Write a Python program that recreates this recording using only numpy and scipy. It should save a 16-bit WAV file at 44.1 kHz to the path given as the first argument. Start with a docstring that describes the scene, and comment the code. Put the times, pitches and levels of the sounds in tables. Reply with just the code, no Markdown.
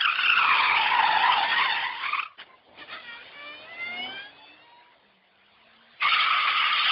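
"""Car spin and fast reverse

Tyres squeal and scrub in a spin on a country road: rubber slips ring briefly over shaped road noise.
The car stops on brake squeaks and backs away: reverse-gear multiples whine over the engine hum.
The tyres break loose again far off. A small camera's 8 kHz sampling adds mirror images above 4 kHz."""
import sys
import numpy as np
from scipy import signal
from scipy.fft import rfft, irfft, next_fast_len
from scipy.io import wavfile
from scipy.ndimage import uniform_filter1d, map_coordinates

SR = 44100
rng = np.random.default_rng(int(sys.argv[2]) if len(sys.argv) > 2 else 0)


def unload_audio(sound):
    """Save the sound as a 16-bit wav file, at the path given as the first command line argument."""
    columns = np.transpose(np.atleast_2d(sound))
    # keep every value between -1 and 1, then stretch to whole-number steps
    steps = np.round(np.clip(columns, -1, 1) * 32767)
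    wavfile.write(sys.argv[1], SR, steps.astype(np.int16))


N = 304731
TIME_S = np.arange(N) / SR

# Sliding tyres, levels before trim: (time [s], squeal [Hz], squeal level [dB], overtone level [dB])
FRONT_SLIDE = [(0.0, 1628, -26, -25), (0.07, 1309, -31.5, -29), (0.2, 1460, -30, -25.5),
               (0.29, 1372, -28.5, -19), (0.37, 1370, -20.5, -20), (0.6, 1236, -27.5, -22.5),
               (0.75, 1203, -32.5, -21), (0.92, 1410, -36.5, -29.5), (1.24, 1350, -37, -30.5),
               (1.33, 1233, -28, -41.5), (1.45, 1390, -53, -54.5), (1.56, 1482, -40.5, -30.5),
               (1.8, 1423, -46, -30)]
REAR_SLIDE = [(0.38, 1059, -28.5, -44), (0.49, 1074, -24.5, -41.5), (0.82, 890, -29, -37),
              (0.94, 953, -22.5, -26.5), (1.19, 870, -22.5, -28), (1.29, 951, -21, -27),
              (1.41, 880, -24.5, -41), (1.5, 914, -33.5, -39.5), (1.63, 1074, -25.5, -22.5),
              (1.72, 858, -32.5, -29), (1.87, 970, -32.5, -27), (1.99, 1001, -37, -43),
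              (2.05, 1110, -39, -34.5), (2.22, 1214, -39, -35.5), (2.36, 1168, -62.5, -70.5)]
FAR_SLIDE = [(6.005, 1255, -72.5, -37), (6.025, 1217, -32.5, -24), (6.058, 1140, -17, -29.5),
             (6.096, 1256, -35, -24), (6.12, 1277, -26.5, -26), (6.34, 1257, -24, -27.5),
             (6.64, 1219, -29.5, -27), (6.91, 1276, -29, -30.5)]
# Rubber bites and the squeal flares: (time [s], amplitude added relative to the slide [dB])
BITES = [(0.012, 2.5), (0.053, 2), (0.079, 2.5), (0.088, 1), (0.101, 5.5), (0.191, -4.5), (0.232, 9),
         (0.268, -4), (0.3, -0.5), (2.04, -0.5), (2.064, 0), (2.088, 5.5), (2.135, 6.5), (2.152, 10.5),
         (2.182, 7.5), (2.197, 9), (2.233, 10.5), (2.259, 5)]
# Road noise, levels before trim: (time [s], scrub level [dB], body drone level [dB])
ROAD_LEVELS = [(0, -40.5, -67), (.25, -37, -54.5), (.54, -30.5, -46.5), (1.2, -32.5, -44.5),
               (1.65, -32, -45.5), (1.98, -46.5, -57), (2.05, -37, -56), (2.23, -45, -59.5),
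               (2.28, -62.5, -87), (2.37, -71, -89), (2.46, -61.5, -61), (2.65, -69, -67),
               (2.7, -69.5, -56.5), (2.76, -59.5, -57), (3.0, -51, -60), (3.65, -54.5, -56.5),
               (4.1, -48, -47.5), (4.3, -57.5, -62), (4.65, -63, -66), (5.3, -69.5, -73), (5.7, -62, -70),
               (5.99, -62.5, -70.5), (6.03, -32.5, -53), (6.91, -32, -55)]
# Relative spectra of loud scrub, quiet rolling and body drone: (frequency [Hz], density [dB per Hz])
SCRUB_SPECTRUM = [(240, -51), (400, -38), (748, -16), (961, -10), (1190, -5), (1630, -4), (2060, -4),
                  (3530, -4.5), (4000, -13.5), (5200, -56), (8800, -120)]
ROLL_SPECTRUM = [(180, -10.5), (300, -18.5), (706, 1), (840, -8.5), (936, -2.5), (3440, -2.5), (4000, -9),
                 (5200, -51.5), (8800, -120)]
DRONE_SPECTRUM = [(15, -66.5), (25, -27), (96, -18.5), (192, -18.5), (241, -16), (565, -13), (900, -12),
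                  (1170, -23.5), (1980, -120)]
# The car lurches and the tyres scuff: (start [s], length [s], level before trim [dB])
LURCHES = [(2.369, 0.079, -42.5), (2.771, 0.058, -52.5), (2.869, .13, -48.5)]
# Dull knocks: (time [s], level before trim [dB])
KNOCKS = [(0.232, -53), (0.264, -46)]
# One tread rib's steadier notes, one list per note: (time [s], pitch [Hz], mean level [dB])
RIB_NOTES = [
    [(1.38, 1707, -59), (1.396, 1700, -40), (1.544, 1873, -29), (1.74, 1920, -41), (1.76, 1650, -61)],
    [(6.012, 2556, -32.5), (6.044, 2154, -27.5), (6.098, 2190, -27.5), (6.12, 2340, -54)],
]
# Highest squeal strand, one list per slide: (time [s], pitch [Hz], level before trim [dB])
SHRILL_STRANDS = [
    [(1.8, 3080, -31.5), (1.946, 2907, -46.5), (2.02, 3050, -38.5), (2.22, 2700, -58), (2.3, 2600, -62.5)],
    [(6.0, 2656, -49.5), (6.03, 2992, -37.5), (6.13, 3068, -26), (6.5, 2807, -35.5), (6.58, 2838, -27.5),
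     (6.77, 2880, -27.5), (6.91, 2814, -22.5)],
]
# Brake squeaks: (time [s], pitch [Hz], level [dB])
BRAKE_SQUEAKS = [(2.505, 1050, -55.5), (2.544, 1030, -53)]
# Clutch grabs: (start [s], length [s], tooth rate [Hz], level [dB], loudest multiple [tooth rates],
# loss per multiple above the loudest [dB])
CLUTCH_GRABS = [(2.659, 0.085, 570, -63, .9, 3), (2.763, 0.099, 601.4, -48.5, 3.1, 2),
                (2.866, 0.099, 593, -46, 3.1, 4), (2.903, 0.089, 639, -40, 1.9, 7.5),
                (2.958, 0.077, 654, -48, 2.6, 2.5)]
# Reverse gear pulling: (time [s], tooth rate [Hz])
TOOTH_RATE = [(3.04, 487), (3.12, 464.8), (3.2, 474.4), (3.35, 572.5), (3.5, 590.5), (3.64, 624),
              (3.7, 663), (3.8, 689.5), (3.97, 716.4), (4.12, 773.4), (4.2, 801.6), (4.31, 842.5),
              (4.45, 870), (4.56, 885), (4.64, 940), (4.92, 973)]
# Multiples of the tooth rate: one column (multiple [-])
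TOOTH_MULTIPLES = [.5, 1, 2, 3, 4, 5, 6, 7]
# Whine spells, one list per multiple: (start [s], length [s], level before flicker [dB])
WHINE_SPELLS = [
    [(3.0, 0.18, -66.5), (3.35, 0.29, -63.5), (3.99, 0.18, -55)],
    [(3.15, 0.18, -64.5), (3.35, 0.33, -55), (3.63, 0.2, -57), (3.88, .26, -45.5), (4.14, .18, -60),
     (4.38, .08, -60), (4.62, 0.3, -57)],
    [(3.04, 0.17, -58.5), (3.36, 0.18, -52), (3.63, .11, -56.5), (3.77, 0.2, -48.5), (4.08, 0.23, -44),
     (4.57, .22, -65.5)],
    [(3.03, 0.21, -51), (3.34, 0.23, -51), (3.56, .1, -68), (3.67, 0.22, -45.5), (3.78, .29, -37.5),
     (4.06, 0.18, -44.5), (4.3, 0.36, -57.5), (4.57, 0.38, -68.5)],
    [(3.03, 0.16, -47.5), (3.33, .26, -46), (3.58, 0.12, -53.5), (3.72, 0.32, -49), (3.96, .18, -40.5),
     (4.12, .19, -46.5), (4.32, .25, -59.5), (4.57, .28, -66.5)],
    [(3.03, 0.21, -47.5), (3.29, 0.17, -58), (3.41, 0.24, -51), (3.72, 0.054, -59), (3.79, .22, -51)],
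    [(3.05, 0.12, -54), (3.22, 0.16, -67), (3.34, 0.33, -58)],
    [(3.06, .12, -53), (3.18, 0.14, -63.5)],
]
# Engine hum swells: (start [s], length [s], first pitch [Hz], last pitch [Hz], level [dB])
HUM_SWELLS = [(3.864, .32, 224, 269, -55), (4.15, 0.52, 265.6, 311, -68), (5.005, 0.33, 207, 181, -76),
              (5.225, 0.33, 181, 212, -80), (5.55, 0.42, 220.6, 233, -71.5)]
# Engine orders: (multiple of the hum [-], level relative to the swell [dB])
ENGINE_ORDERS = [(1, 1.5), (2, -14.5), (4, -16.5)]
# Converter input filter below half the sampling rate: (frequency [Hz], gain [dB])
INPUT_FILTER = [(3400, 1), (3700, 2.5), (3900, -5), (4000, -1)]
# Strength of the sampling images: (frequency [Hz], gain [dB])
IMAGE_GAIN = [(4000, -2), (4500, -8.5), (5000, -21.5), (5400, -32.5), (5900, 6.5), (6700, -3),
              (8000, -23.5), (9200, -16.5), (11500, 5.5), (13400, 11), (14700, -11.5), (15300, -23.5)]

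FRONT_RATIO, REAR_RATIO, FAR_RATIO = 1.93, 2.02, 1.77  # overtone over squeal
BITE_S = 0.0063
LURCH_DRONE_DB = -9.5  # relative to the scuff
BELOW_STEEPER = 2  # loss factor below the loudest multiple
CEILING = 0.29  # full scale = 1
SAMPLING_HZ, BASS_CUT_HZ = 8000, 45
TOP_HZ, LEAK_DB = 5426, -59  # last filter's edge and its gain above it


def amp(db):
    """Amplitude from decibels."""
    return 10 ** (np.asarray(db) / 20)


def unit(x):
    """Scale to rms 1."""
    return x / np.sqrt(np.mean(np.abs(x) ** 2) + 1e-20)


def along(points, hz):
    """Interpolate (Hz, value) points on a log frequency axis."""
    point_hz, values = np.transpose(points)
    return np.interp(np.log(hz + 1), np.log(point_hz + 1), values)


def curves(rows):
    """One per-sample curve for each column after the time."""
    knot_s, *columns = np.transpose(rows)
    return [np.interp(TIME_S, knot_s, column) for column in columns]


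def gate(rows):
    """1 while the table lasts, with 15 ms fades outside its ends."""
    inside_s = np.minimum(TIME_S - rows[0][0], rows[-1][0] - TIME_S)
    return np.clip(inside_s / 0.015 + 1, 0, 1)


def swell(start_s, length_s, peakedness):
    """One rise and fall; small peakedness makes it flat-topped."""
    phase = np.clip((TIME_S - start_s) / length_s, 0, 1)
    return np.sin(np.pi * phase).clip(0) ** peakedness


def wobble(knots_hz):
    """Smooth random curve of rms 1 through knots_hz random knots per second."""
    coarse_s = TIME_S[::16]
    knots = rng.standard_normal(int(N * knots_hz / SR) + 4)
    return np.interp(TIME_S, coarse_s, unit(map_coordinates(knots, [coarse_s * knots_hz])))


def filtered(x, response):
    """Multiply the spectrum by a response of frequency."""
    size = next_fast_len(N + SR // 2)
    return irfft(rfft(x, size) * response(np.fft.rfftfreq(size, 1 / SR)), size)[:N]


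def shaped(noise, spectrum):
    """Noise given a tabled spectrum, at rms 1."""
    return unit(filtered(noise, lambda hz: amp(along(spectrum, hz))))


def patchy(depth_db):
    """Noise whose strength changes in small patches of time and pitch."""
    bins = signal.stft(rng.standard_normal(N), nperseg=512)[2]
    field = uniform_filter1d(rng.standard_normal(bins.shape), size=3, axis=0)
    field = uniform_filter1d(field, size=7, axis=1)
    return signal.istft(bins * amp(depth_db * unit(field)), nperseg=512)[1][:N]


def tone(hz):
    """Sine of rms 1 following a frequency curve."""
    return np.sqrt(2) * np.sin(2 * np.pi * np.cumsum(hz) / SR)


def slips(rows, pitches_hz, spread, rate_hz, life_s, size_db):
    """Contacts slip at random moments; each rings briefly near all the given pitches at once."""
    draw = rng.random((int((rows[-1][0] - rows[0][0]) * 900), 4))
    gaps_s = -np.log(1 - draw[:, 0]) / rate_hz
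    start = (rows[0][0] + np.cumsum(gaps_s)) * SR
    keep = start < min(rows[-1][0] * SR, N)
    start, draw = start[keep].astype(int), draw[keep]
    ring_s = np.arange(SR // 25) / SR
    detune = 1 + spread * np.log(draw[:, 1] / (1 - draw[:, 1]))
    envelope = (ring_s / life_s) * np.exp(-ring_s / life_s)
    shape = amp(size_db * draw[:, 2])[:, None] * envelope
    where = (start[:, None] + np.arange(len(ring_s))).ravel()
    bands = []
    for hz in pitches_hz:
        cycles = (hz[start] * detune)[:, None] * ring_s + draw[:, 3:]
        rings = shape * np.sin(2 * np.pi * cycles)
        band = np.bincount(where, rings.ravel(), N + len(ring_s))[:N]
        bands.append(band / np.std(band[start[0]:start[-1]]))
    return bands


def tyres(rows, ratio, spread, rate_hz, life_s):
    """Tread blocks let go: squeal and overtone bands share the same slips and flare at each bite."""
    hz, squeal_db, overtone_db = curves(rows)
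    squeal, overtone = slips(rows, [hz, ratio * hz], spread, rate_hz, life_s, size_db=9)
    flare = 1 + sum(amp(db) * np.exp(-((TIME_S - s) / BITE_S) ** 2) for s, db in BITES)
    mix = amp(squeal_db - 1.6) * squeal + amp(overtone_db - 5.0) * overtone
    return gate(rows) * flare * mix


def road():
    """Loud scrub is gritty and patchy, quiet rolling smoother; the body drones under both."""
    scrub_db, drone_db = curves(ROAD_LEVELS)
    scuff = sum(amp(db) * swell(s, length_s, peakedness=1.9) for s, length_s, db in LURCHES)
    rubber = amp(scrub_db) + scuff
    sliding = np.clip((20 * np.log10(rubber) + 62.5) / 14, 0, 1)  # 0 rolling, 1 scrubbing
    grit = amp(0.45 * wobble(13) + 1.4 * wobble(50)) * patchy(depth_db=4.0)
    scrub = shaped(grit, SCRUB_SPECTRUM)
    roll = shaped(patchy(depth_db=3.8), ROLL_SPECTRUM)
    drone = shaped(rng.standard_normal(N), DRONE_SPECTRUM)
    contact = np.sqrt(sliding) * scrub + amp(1.5) * np.sqrt(1 - sliding) * roll
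    drone_level = (amp(drone_db) + amp(LURCH_DRONE_DB) * scuff) * amp(0.41 * wobble(11))
    return amp(2.5) * rubber * contact + drone_level * drone


def knocks():
    """Each dull knock is one short push and its weaker rebound."""
    out = 0
    for s, db in KNOCKS:
        u = np.clip(TIME_S - s, 0, 1) / 0.00073
        out = out + amp(db + 8) * u * (2 - u) * np.exp(-u)
    return out


def rib_notes():
    """One tread rib holds a narrow note, wavering in pitch and level."""
    out = 0
    for rows in RIB_NOTES:
        hz, db = curves(rows)
        level = gate(rows) * amp(db + 4.6 * wobble(45))
        out = out + level * tone(hz * (1 + 0.013 * wobble(80)))
    return out


def shrill():
    """Widely detuned slips make a broad, ragged strand on top of the squeal."""
    out = 0
    for rows in SHRILL_STRANDS:
        hz, db = curves(rows)
        band, = slips(rows, [hz], spread=0.059, rate_hz=400, life_s=0.0052, size_db=8.0)
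        out = out + amp(db - 2.0) * band
    return out


def brakes():
    """Short tone bursts with an octave squeak as the car comes to rest."""
    out = 0
    for s, hz, db in BRAKE_SQUEAKS:
        pitch_hz = np.full(N, hz)
        burst = amp(db) * np.exp(-((TIME_S - s) / 0.014) ** 2)
        out = out + burst * (tone(pitch_hz) + amp(-7) * tone(2 * pitch_hz))
    return out


def clutch_grabs():
    """Tooth contacts slip raggedly as the clutch grabs, giving a stack of multiples."""
    pitch = [(s, hz) for s, _, hz, *_ in CLUTCH_GRABS]
    pitch.append((TOOTH_RATE[0][0], CLUTCH_GRABS[-1][2]))
    hz, = curves(pitch)
    bands = slips(pitch, [k * hz for k in TOOTH_MULTIPLES],
                  spread=0.023, rate_hz=770, life_s=0.013, size_db=21)
    out = 0
    for s, length_s, _, db, loudest, loss_db in CLUTCH_GRABS:
        envelope = swell(s, length_s, peakedness=1.7)
        for k, band in zip(TOOTH_MULTIPLES, bands):
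            steepness = BELOW_STEEPER if k < loudest else 1
            out = out + envelope * amp(db - loss_db * abs(k - loudest) * steepness) * band
    return out


def gear_whine():
    """Straight-cut teeth mesh: flickering multiples of the tooth rate sing in spells."""
    hz, = curves(TOOTH_RATE)
    out = 0
    for k, spells in zip(TOOTH_MULTIPLES, WHINE_SPELLS):
        level = sum(amp(db) * swell(s, length_s, peakedness=0.45) for s, length_s, db in spells)
        flicker = amp(1.3 * wobble(18) + 2.2 * wobble(70))
        out = out + level * flicker * tone(k * hz * (1 + 0.005 * wobble(120)))
    return out


def engine():
    """A low hum and its weaker multiples swell, unsteady in pitch and level."""
    out = 0
    for s, length_s, first_hz, last_hz, db in HUM_SWELLS:
        hz = np.interp(TIME_S, [s, s + length_s], [first_hz, last_hz])
        envelope = swell(s, length_s, peakedness=0.52)
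        for k, order_db in ENGINE_ORDERS:
            level = envelope * amp(db + order_db + 1.9 * wobble(17))
            out = out + level * tone(k * hz * (1 + 0.01 * wobble(40)))
    return out


def scene():
    """Sum of all sources."""
    front = tyres(FRONT_SLIDE, FRONT_RATIO, spread=0.03, rate_hz=350, life_s=0.0025)
    rear = tyres(REAR_SLIDE, REAR_RATIO, spread=0.038, rate_hz=500, life_s=0.0042)
    far = tyres(FAR_SLIDE, FAR_RATIO, spread=0.03, rate_hz=500, life_s=0.0045)
    rubber = front + rear + far + road() + knocks() + rib_notes() + shrill()
    machinery = brakes() + clutch_grabs() + gear_whine() + engine()
    return (rubber + machinery)[None]


def record(dry):
    """Squeeze peaks, cut at half the sampling rate, add images around the rate and its double."""
    half_hz = SAMPLING_HZ / 2
    squeezed = dry[0] / (1 + np.abs(dry[0] / CEILING) ** 3) ** (1 / 3)

    def input_response(hz):
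        bass_cut = hz ** 2 / (hz ** 2 + BASS_CUT_HZ ** 2)
        return amp(along(INPUT_FILTER, hz)) * (hz < half_hz) * bass_cut

    def image_response(hz):
        return amp(along(IMAGE_GAIN, hz)) * (hz > half_hz) * (hz < IMAGE_GAIN[-1][0])

    kept = filtered(squeezed, input_response)
    turn = 2 * np.pi * SAMPLING_HZ * TIME_S
    images = filtered(2 * kept * (np.cos(turn) + np.cos(2 * turn)), image_response)
    return filtered(kept + images, lambda hz: np.where(hz < TOP_HZ, 1, amp(LEAK_DB)))[None]


dry = scene()
out = record(dry)
unload_audio(out)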